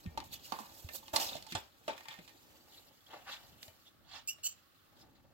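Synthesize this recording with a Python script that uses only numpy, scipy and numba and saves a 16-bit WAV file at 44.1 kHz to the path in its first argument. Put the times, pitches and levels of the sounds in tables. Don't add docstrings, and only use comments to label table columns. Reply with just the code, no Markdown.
import sys
import numpy as np
from scipy import signal
from scipy.fft import rfft, irfft, next_fast_len
from scipy.io import wavfile
from scipy.ndimage import uniform_filter1d
from numba import njit

SR = 44100
rng = np.random.default_rng(int(sys.argv[2]) if len(sys.argv) > 2 else 0)


def file_out(sig):
    cols = np.atleast_2d(sig).T
    lim = np.clip(cols, -1, 1)
    pcm = np.round(lim * 32767).astype(np.int16)
    wavfile.write(sys.argv[1], SR, pcm)


N = 235141
TOP_HZ = 16050


def undb(db):
    return 10 ** (np.asarray(db) / 20)


def unit(x):
    return x / np.sqrt(np.mean(x ** 2))


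def colour(x, spectrum):
    size = next_fast_len(x.shape[-1])
    hz, db = np.transpose(spectrum)
    log_hz = np.log(np.fft.rfftfreq(size, 1 / SR) + 1)
    gain = undb(np.interp(log_hz, np.log(hz), db))
    return irfft(rfft(x, size) * gain, size)[..., :x.shape[-1]]


def walk(rate):
    hold = int(SR / rate)
    steps = np.repeat(rng.standard_normal(N // hold + 1), hold)
    smooth = uniform_filter1d(uniform_filter1d(steps, hold), hold)
    return unit(smooth[:N])


def add(out, s, sound, pan_db=0.):
    i = int(s * SR)
    out[:, i:i + sound.shape[-1]] += undb([[pan_db / 2], [-pan_db / 2]]) * sound


def pair(size, alike):
    mid, side = rng.standard_normal((2, size))
    alike = np.clip(alike, 0, 1)
    opposed = side * np.array([[1], [-1]])
    return np.sqrt((1 + alike) / 2) * mid + np.sqrt((1 - alike) / 2) * opposed


@njit
def band(x, hz, share):
    y, b, l = np.empty(len(x)), 0., 0.
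    for i in range(len(x)):
        g = np.tan(np.pi * hz[i] / SR)
        v = (b + g * (x[i] - l)) / (1 + g * (g + share))
        b, l, y[i] = 2 * v - b, l + 2 * g * v, share * v
    return y


def ring(modes, t, centre_hz, octaves):
    attack_s = .0006
    hz, db, t60 = (c[:, None] for c in np.transpose(modes))
    chance = rng.standard_normal((3, *hz.shape))
    strength = undb(db + 2 * chance[0])
    reach = strength * np.exp(-.5 * (np.log2(hz / centre_hz) / octaves) ** 2)
    swing = np.sin(2 * np.pi * hz * (1 + 0.013 * chance[1]) * t + .7 * chance[2])
    modes_sum = np.sum(reach * swing * 1000. ** (-t / t60), axis=0)
    sound = modes_sum * (1 - np.exp(-t / attack_s))
    return sound / np.abs(sound).max()


# frequency in Hz, density in dB per Hz.
ROOM_HISS = [(150, -55), (250, -6), (589, -14), (739, -15.5), (944, -20), (1120, -5), (1710, -11),
             (2260, -16.5), (4170, -15), (6810, -26), (12100, -22.5), (16300, -15.5)]
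ROOM_DB = -71.5


def room():
    hiss = unit(colour(rng.standard_normal((2, N)), ROOM_HISS))
    lift_db = np.array([[2.5], [3.5]])
    return hiss * undb(ROOM_DB + lift_db + 2.1 * walk(4.54))


# time in seconds, level in dB.
RUMBLE_LEVEL = [(0, -62.5), (.93, -68.5), (1.41, -65.5), (1.62, -72), (2.0, -74), (2.54, -71), (2.85, -75),
                (3.5, -66.5), (3.74, -74.5), (4.27, -70), (4.71, -76.5), (4.94, -71), (5.14, -71),
                (5.33, -68)]
# frequency in Hz, gain in dB.
RUMBLE_TONE = [(12, -46), (20, -14), (40, -4), (59, -1.5), (86, 3.5), (177, -3), (221, -5.5), (260, -5.5),
               (340, -5), (570, -120)]


def rumble():
    s, db = np.transpose(RUMBLE_LEVEL)
    mid, side = colour(rng.standard_normal((2, N)), RUMBLE_TONE)
    sway = unit(mid + 0.75 * side * np.array([[1], [-1]]))
    return sway * undb(np.interp(np.arange(N) / SR, s, db) + 2.0 * walk(16))


# peak in seconds, level in dB, seconds to swell
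# by 20 dB (sign ignored), seconds to fade by 20 dB, brush centre in Hz, fine-fibre fizz in dB against the
# brush, heavy-body scrape in dB against the brush, scrape centre in Hz, left minus right in dB.
BEDDING_STROKES = [(.178, -47, .0035, .022, 3260, -11, 1, 830, -2),
                   (.241, -70, .004, .06, 3120, 14, 3, 740, 3),
                   (.342, -45, .028, .03, 4000, 0, -17.5, 590, -2.5),
                   (.46, -55.5, 0.06, 0.12, 4140, 0.5, -15, 670, -0.5),
                   (.525, -57, .0035, .05, 3290, -6, 11, 1150, -4),
                   (0.611, -64.5, 0.15, 0.18, 3720, 8.5, 9, 860, -.6),
                   (.75, -65.5, -0.04, 0.46, 4540, 9, -10, 520, -5),
                   (0.957, -50, 0.0351, .045, 5400, 8.5, -5.5, 520, -4),
                   (1.09, -67, .1, .1, 3640, 1.5, -6, 583, -2),
                   (1.138, -44.5, .008, 0.1859, 4570, 5, 6, 635, 0.5),
                   (1.228, -39.5, .06, .11, 4600, -0.5, -6, 620, -1.5),
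                   (1.32, -52.5, 0.14, 0.03, 3980, -5, -22.5, 600, -1),
                   (1.354, -51.5, .04, 0.08, 3660, -6, -3, 530, -1.5),
                   (1.518, -52, .06, 0.09, 3340, -6, -14.5, 342, -4),
                   (1.553, -36, .0035, .025, 3900, -25, -1, 700, -6.5),
                   (1.58, -56.5, .02, 0.11, 3900, -0.5, 2, 680, 6),
                   (1.883, -46, .004, 0.07, 2800, -30, 8, 616, 2.5),
                   (1.99, -62, .05, .12, 2300, -6, -7, 561, -3),
                   (2.135, -54, .08, 0.07, 2100, -14, -2, 1050, -2.5),
                   (2.79, -67.5, 0.2, 0.23, 3880, 1, -3, 406, -1.5),
                   (3.135, -57, 0.055, 0.12, 2300, -14, 5, 700, 0),
                   (3.285, -56, 0.03, 0.1243, 2400, -13, 6, 1200, -1),
                   (3.332, -49.5, 0.0752, 0.08, 3100, -13, -7, 990, -0.5),
                   (3.63, -71.5, -0.02, 0.11, 3540, 15.5, -14, 459, -1),
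                   (3.882, -71.5, 0.1651, 0.04, 3360, -2, -21, 410, -1),
                   (4.165, -52, .1, 0.06, 3500, -20, -5, 1080, -5),
                   (4.195, -56, .06, .014, 3600, -20, -4, 900, -5),
                   (4.56, -72.5, 0.16, 0.35, 3150, -10, -10, 553, -5),
                   (5.018, -67, 0.08, 0.04, 4310, -5, -0.5, 333, -0.5),
                   (5.156, -69, 0.01, .05, 3440, -16, -10, 409, 0)]
# time in seconds, level in dB, scrape in dB against the brush.
BEDDING_STIR = [(0, -63.5, -2.5), (.1, -74, 9.5), (.45, -67, 0), (.88, -65.5, -0.5), (1.42, -69.5, 0.5),
                (1.7, -77.5, -1), (1.86, -69, -3), (2.25, -70, 0.5), (2.55, -69.5, 0), (2.95, -75, 0.5),
                (3.5, -68.5, -0.5), (3.8, -75.5, 0.5), (4.05, -87, 9), (4.8, -81, -1.5), (4.95, -82, 10.5),
                (5.33, -82, 10.5)]
# frequency in Hz, density in dB per Hz.
FIBRE_TONE = [(900, -9), (1400, -3), (2000, -2), (2800, 2), (4600, 1.5), (5800, -1), (7500, -3),
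              (9500, -17), (11500, -5.5), (14000, -3), (15800, -9), (16400, -55)]
STIR_BRUSH_HZ, STIR_FIZZ_DB, STIR_SCRAPE_HZ, STIR_PAN_DB = 3360, 1.5, 400, 0
FIZZ_HZ = 7650
SWELL_CURVE = 1.7


def rustle():
    t = np.arange(0, N / SR + .001, .001)
    s, stir_db, stir_scrape_db = np.transpose(BEDDING_STIR)
    s_peak, db, swell_s, fade_s, *colours = np.transpose(BEDDING_STROKES)[:, :, None]
    late = t - s_peak
    drop = np.where(late < 0, np.abs(late / swell_s) ** SWELL_CURVE, late / fade_s)
    strokes_db = np.maximum(db - 20 * drop, -150)

    stirring = [STIR_BRUSH_HZ, STIR_FIZZ_DB, np.interp(t, s, stir_scrape_db), STIR_SCRAPE_HZ, STIR_PAN_DB]
    brush_hz, fizz_db, scrape_db, scrape_hz, pan_db = (
        np.vstack([stroke + 0 * late, stir + 0 * t]) for stroke, stir in zip(colours, stirring))
    power = undb(2 * np.vstack([strokes_db, np.interp(t, s, stir_db)]))

    def spread(v):
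        return np.interp(np.arange(N) / SR, t, v)

    def gain(layer_db):
        return spread(np.sqrt(np.sum(power * undb(2 * layer_db), axis=0)))

    brush_hz, pan_db = (spread(np.average(v, axis=0, weights=power)) for v in (brush_hz, pan_db))
    scrape_hz = spread(np.average(scrape_hz, axis=0, weights=power * undb(2 * scrape_db)))

    ports = pair(N, 0.4)
    snap_db = 2.4 * np.minimum(rng.exponential(size=N), 6) + 1.5 * walk(120)
    fibres = colour(ports * undb(snap_db), FIBRE_TONE)
    fizz = signal.sosfilt(signal.butter(4, FIZZ_HZ, "high", fs=SR, output="sos"), fibres)

    brush, total = 0, 0
    for hz in np.geomspace(1400, 7400, num=14):
        reach = undb(-10.5 * np.log2(hz / brush_hz) ** 2)
        clumps = undb(2.7 * walk(150))
        peak = signal.iirpeak(hz, 4, fs=SR)
        narrow = signal.lfilter(*peak, clumps * signal.lfilter(*peak, fibres))
        brush = brush + reach * narrow
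        total = total + reach ** 2
    brush = brush / np.sqrt(total)

    grit = pair(N, 0.73) * undb(2.3 * walk(110))
    scrape = np.array([band(band(v, scrape_hz, 0.91), 1.17 * scrape_hz, 5.2) for v in grit])
    scrape = scrape / np.sqrt(scrape_hz)

    mix = gain(0) * unit(brush)
    mix = mix + gain(fizz_db) * unit(fizz)
    mix = mix + gain(scrape_db) * unit(scrape)
    return mix * undb(np.array([pan_db, -pan_db]) / 2)


# start in seconds, level in dB, nominal pitch in Hz.
LANDINGS = [(.057, -34, 200), (.072, -32.5, 94.5), (.17, -44.5, 71), (.521, -48, 205), (.602, -44, 244),
            (.845, -36, 92), (1.134, -44, 94), (1.158, -42, 300), (1.26, -50, 87), (1.355, -52, 176),
            (1.522, -43, 195), (1.549, -35.5, 111), (1.884, -45.5, 257), (2.087, -58, 158),
            (2.187, -47.5, 194), (3.681, -52, 102)]
THUD_T60_S, THUD_LAG_S = 0.11, 0.00067
FLOOR_HZ, FLOOR_T60_S, FLOOR_DB = 66.6, 0.29, -13.5


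def thuds():
    out, t = np.zeros((2, N)), np.arange(SR // 2) / SR
    floor_fade = 1000. ** (-t / FLOOR_T60_S) * (1 - np.exp(-t / 0.06))
    sway = undb(FLOOR_DB) * np.sin(2 * np.pi * FLOOR_HZ * t) * floor_fade
    fade = (1 - np.exp(-t / 0.0018)) * 1000. ** (-t / THUD_T60_S)
    for s, db, hz in LANDINGS:
        phase = 2 * np.pi * hz * (0.716 * t + 0.3 * 0.03 * (1 - np.exp(-t / 0.029)))
        add(out, s, undb(db) * (np.sin(phase) * fade + sway), -1.5)
    return np.array([np.roll(out[0], int(THUD_LAG_S * SR)), out[1]])


# start in seconds, crack level in dB, crack centre in Hz, crack decay
# (to 1/e) in seconds, wall ring level in dB, struck panel in Hz, ring t60 in seconds, left minus right in dB.
CLAW_KNOCKS = [(.062, -43, 1900, .0017, -57, 426, .1, 5.5), (.1753, -31, 3400, .0022, -30, 870, .032, -2),
               (.2022, -37, 2880, .0034, -40, 1300, .03, 4), (.2248, -57, 2520, .0032, -45.5, 870, .05, -8),
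               (.2394, -49, 6600, .0075, -61, 541, .1, 2), (.3314, -46, 5000, .005, -60, 1300, .05, -2),
               (.5217, -34, 3620, .004, -27, 1090, .032, -10), (.5374, -62, 2320, .004, -36, 1090, .06, -3),
               (.5883, -45.5, 5940, .013, -36, 1080, .06, -10), (.8883, -36, 2080, .0047, -57, 570, .1, -5),
               (1.0291, -64, 5460, .0048, -52, 950, .07, -6), (1.081, -40, 3480, .0027, -49, 1060, .06, -4),
               (1.1354, -44, 6960, .0063, -33, 640, .12, -5), (1.1454, -36, 4400, .005, -45, 700, .08, -5),
               (1.1605, -16, 4100, .006, -27, 800, .06, -6.5), (1.165, -24, 6300, .004, -31, 1300, .05, -6),
               (1.1996, -27.5, 4300, .008, -41, 640, .1, -2), (1.3533, -40, 4150, .004, -37, 600, .05, -6),
               (1.3664, -40, 3260, .005, -51, 606, .1, -5), (1.4247, -38, 3970, .0025, -65, 546, .1, 0),
               (1.4658, -42, 4460, .005, -50, 880, .07, -9), (1.5223, -31, 2900, .0064, -47, 280, .13, -1),
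               (1.5508, -30, 6000, .004, -39, 910, .07, 2), (1.8794, -32.5, 2700, .007, -30.5, 690, .1, -3),
               (1.9784, -39, 2300, .0038, -57, 900, .06, -3.5),
               (2.0078, -44, 1890, .0036, -52, 1150, .06, -4),
               (2.0552, -43, 2400, .004, -50, 1200, .07, 4.5), (2.0842, -34, 2800, .0055, -48, 900, .05, 2),
               (2.141, -45, 2120, .0027, -70, 1150, .06, -9),
               (2.1894, -45.5, 2140, .0055, -51.5, 480, .12, 0),
               (2.2776, -46, 3000, .007, -58, 1300, .05, -5.5),
               (2.2926, -47.5, 2400, .0059, -70, 899, .07, -2),
               (3.6292, -36, 3640, .0035, -65, 533, .1, -3), (3.68, -46, 3000, .004, -56, 600, .1, 6),
               (4.3846, -58, 2980, .017, -65, 530, .1, 5)]
# frequency in Hz, level in dB, share of the ring time (no unit).
WALL_MODES = [(245, -4, 1.4), (328, -3, 1.4), (365, -6, 1.2), (480, -7, 1.1), (620, 0, 1.1), (662, -2, 1.1),
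              (780, -6, .9), (888, 2, .9), (1040, 1, .8), (1135, -5, .8), (1355, -10, .8)]
# frequency in Hz, level in dB, t60 in seconds.
TREBLE_MODES = [(1832, 6, 0.11), (2129, 7.5, 0.053), (2385, -2.5, 0.25), (3010, -5, 0.13), (3660, 2, 0.03),
                (4230, 8.5, 0.027), (4380, -3, 0.04), (4950, 2, 0.035), (6200, -4, 0.031), (7250, -2, 0.04)]
PANEL_OCTAVES = .27
FIZZ_DB_AT_4K, FIZZ_DB_PER_OCTAVE = -30, 33
PAT_DB, PAT_HZ, PAT_S = -3, 340, .022


def knocks():
    out, t = np.zeros((2, N)), np.arange(SR // 5) / SR
    high = signal.butter(4, 10500, "high", fs=SR, output="sos")
    pat_peak = signal.iirpeak(PAT_HZ, 1.2, fs=SR)
    for s, crack_db, crack_hz, crack_s, ring_db, panel_hz, ring_s, pan_db in CLAW_KNOCKS:
        noise, fade = pair(len(t), 0.15), np.exp(-t / crack_s)
        noise[:, 3:6] += 2.6 * np.array([[0.4, 0.66, 0.73]])
        crack_peak = signal.iirpeak(crack_hz, 1.05, fs=SR)
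        crack = signal.lfilter(*crack_peak, noise * fade + 1e-18) * np.sqrt(3200 / crack_hz)
        crack = crack + .35 * ring(TREBLE_MODES, t, crack_hz, .4)

        fizz_db = crack_db + FIZZ_DB_AT_4K + FIZZ_DB_PER_OCTAVE * np.log2(crack_hz / 4000)
        fizz = unit(signal.sosfilt(high, noise)) * fade

        wall = ring(np.multiply(WALL_MODES, [1, 1, ring_s]), t, panel_hz, PANEL_OCTAVES)
        pat = signal.lfilter(*pat_peak, pair(len(t), .8)) * np.exp(-t / PAT_S)
        wall = wall + undb(PAT_DB) * pat
        add(out, s, undb(crack_db) * crack + undb(fizz_db) * fizz + undb(ring_db) * wall, pan_db)
    return out


# start in seconds, peak in dB, pitch in Hz, length in seconds.
NOISY_PIPS = [(1.33, -36, 3750, 0.004), (2.77, -53.5, 4000, .022), (3.062, -55.5, 3340, 0.014),
              (3.851, -58.5, 3460, 0.047), (5.005, -62, 5250, 0.032)]
PIP_WOBBLE_HZ = 196


def pips():
    out = np.zeros((2, N))
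    for s, db, hz, length in NOISY_PIPS:
        t = np.arange(int(length * SR)) / SR
        smooth = uniform_filter1d(rng.standard_normal(len(t)), size=40) * np.sqrt(40)
        phase = 2 * np.pi * np.cumsum(hz + PIP_WOBBLE_HZ * smooth) / SR
        add(out, s, undb(db) * np.sin(phase) * np.sin(np.pi * t / length), -2.)
    return out


# time in seconds, pitch in Hz, level in dB, roughness from 0 to 1.
MOUSE_SQUEAKS = [
    [(4.2745, 2500, -48, .5), (4.277, 2460, -38, .4), (4.285, 2390, -38, .25), (4.294, 2350, -44, .3),
     (4.312, 2330, -49, .3), (4.316, 2330, -62, .3)],
    [(4.283, 2620, -50, .15), (4.288, 2680, -36, .2), (4.297, 2810, -32, .17), (4.3, 2830, -44, .25),
     (4.312, 2900, -41, .25), (4.316, 2860, -54, .3), (4.335, 2860, -56, .5), (4.34, 2860, -68, .5)],
    [(4.43, 1400, -60, .4), (4.436, 1420, -44, .45), (4.438, 1430, -35, .35), (4.441, 1480, -41, .25),
     (4.443, 1490, -30, .2), (4.45, 1450, -36, .25), (4.452, 1430, -29, .2), (4.458, 1430, -32, .18),
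     (4.462, 1500, -31, .28), (4.474, 1500, -37, .55), (4.48, 1490, -48, .6), (4.5, 1490, -51, .65),
     (4.503, 1490, -56, .6), (4.53, 1490, -58, .6), (4.536, 1490, -70, .6)],
]
# frequency in Hz, gain in dB.
MOUSE_THROAT = [(1400, -27), (2100, -18), (2500, -5), (2900, -1), (3600, -12), (4500, -4), (5700, 0),
                (6500, 2), (7200, 11), (7800, 6), (8500, -13), (9600, -14), (10400, -7), (11200, -13),
                (12100, -7), (13300, -4), (14000, -10), (14800, 1), (16300, -6)]
AIR_DB, AIR_DB_PER_ROUGH = -19, 28
PARTIAL_FLICKER_DB = 11


def squeaks():
    out = np.zeros((2, N))
    for rows in MOUSE_SQUEAKS:
        s, *columns = np.transpose(rows)
        t = np.arange(s[0], s[-1], 1 / SR)
        hz, db, rough = (np.interp(t, s, c) for c in columns)

        def shake(size):
            return unit(uniform_filter1d(rng.standard_normal(len(t)), size=size))

        pitch_shake, level_shake = shake(50), shake(50)
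        phase = 2 * np.pi * np.cumsum(hz * (1 + 0.045 * rough * pitch_shake)) / SR
        tone = 0
        for k in range(1, 12):
            flicker = undb(PARTIAL_FLICKER_DB * rough * shake(180))
            tone = tone + flicker * np.sin(k * phase + k * k) * (k * hz < TOP_HZ)
        air = unit(colour(rng.standard_normal(len(t)), MOUSE_THROAT))
        voice = unit(colour(tone, MOUSE_THROAT)) + undb(AIR_DB + AIR_DB_PER_ROUGH * rough) * air
        throb = undb(7 * rough * np.tanh(level_shake))
        add(out, s[0], voice * undb(db) * throb, -2.5)
    return out


# frequency in Hz, gain in dB.
LEFT_TONE = [(2000, 0.5), (5000, 0), (9000, -2), (15000, -8)]
# time in seconds, delay at the left port in seconds.
LEFT_DELAY = [(0, 0.00029), (2.3, 0.00028), (2.7, .0001), (5.33, 0.00006)]
NEAR_WALL_DB, TUB_DB, TUB_T60_S = -8.5, -11.5, 0.18
WALL_ECHO_DB, WALL_ECHO_T60_S = -22, 0.08
ROOM_ECHO_DB, ROOM_T60_S = -21, .4
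SQUEAK_ECHO_DB = -2.5


def tub(feet, voice):
    t, now = np.arange(SR // 3) / SR, np.arange(N) / SR
    noise = rng.standard_normal((3, 2, len(t)))
    near = colour(noise[0], [(800, -1), (2500, 2.0), (16000, -2.5)]) * np.exp(-t / 0.0051)
    tail = colour(noise[1], [(150, 0.0), (600, -2.5), (5000, -2.5), (16000, -10.0)])
    tail = tail * 1000. ** (-t / TUB_T60_S)
    far = colour(noise[2], [(300, -8), (2800, 0), (4400, -5), (7000, -11), (16000, -22)])
    far = far * 1000. ** (-t / ROOM_T60_S)

    modes = np.vstack([np.multiply(WALL_MODES, [1, 1, WALL_ECHO_T60_S]), TREBLE_MODES])
    hum = ring(modes, t, 2200.0, 9.8)
    echo = undb(NEAR_WALL_DB) * unit(near) + undb(TUB_DB) * unit(tail)
    echo = echo + undb(WALL_ECHO_DB) * unit(hum) + undb(ROOM_ECHO_DB) * unit(far)
    echo = echo / np.sqrt(len(t))

    wet = signal.oaconvolve(feet + undb(SQUEAK_ECHO_DB) * voice, echo, axes=1)[:, :N]
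    direct = feet + voice
    late = np.round((now - np.interp(now, *np.transpose(LEFT_DELAY))) * SR).astype(int)
    left = colour(direct[0, np.maximum(late, 0)] + wet[0], LEFT_TONE)
    return np.array([left, direct[1] + wet[1]])


def scene():
    return tub(rustle() + knocks(), pips() + squeaks()) + thuds() + rumble() + room()


def record(dry):
    return signal.sosfilt(signal.ellip(10, .2, 60, TOP_HZ, fs=SR, output="sos"), dry)


dry = scene()
out = record(dry)
file_out(out)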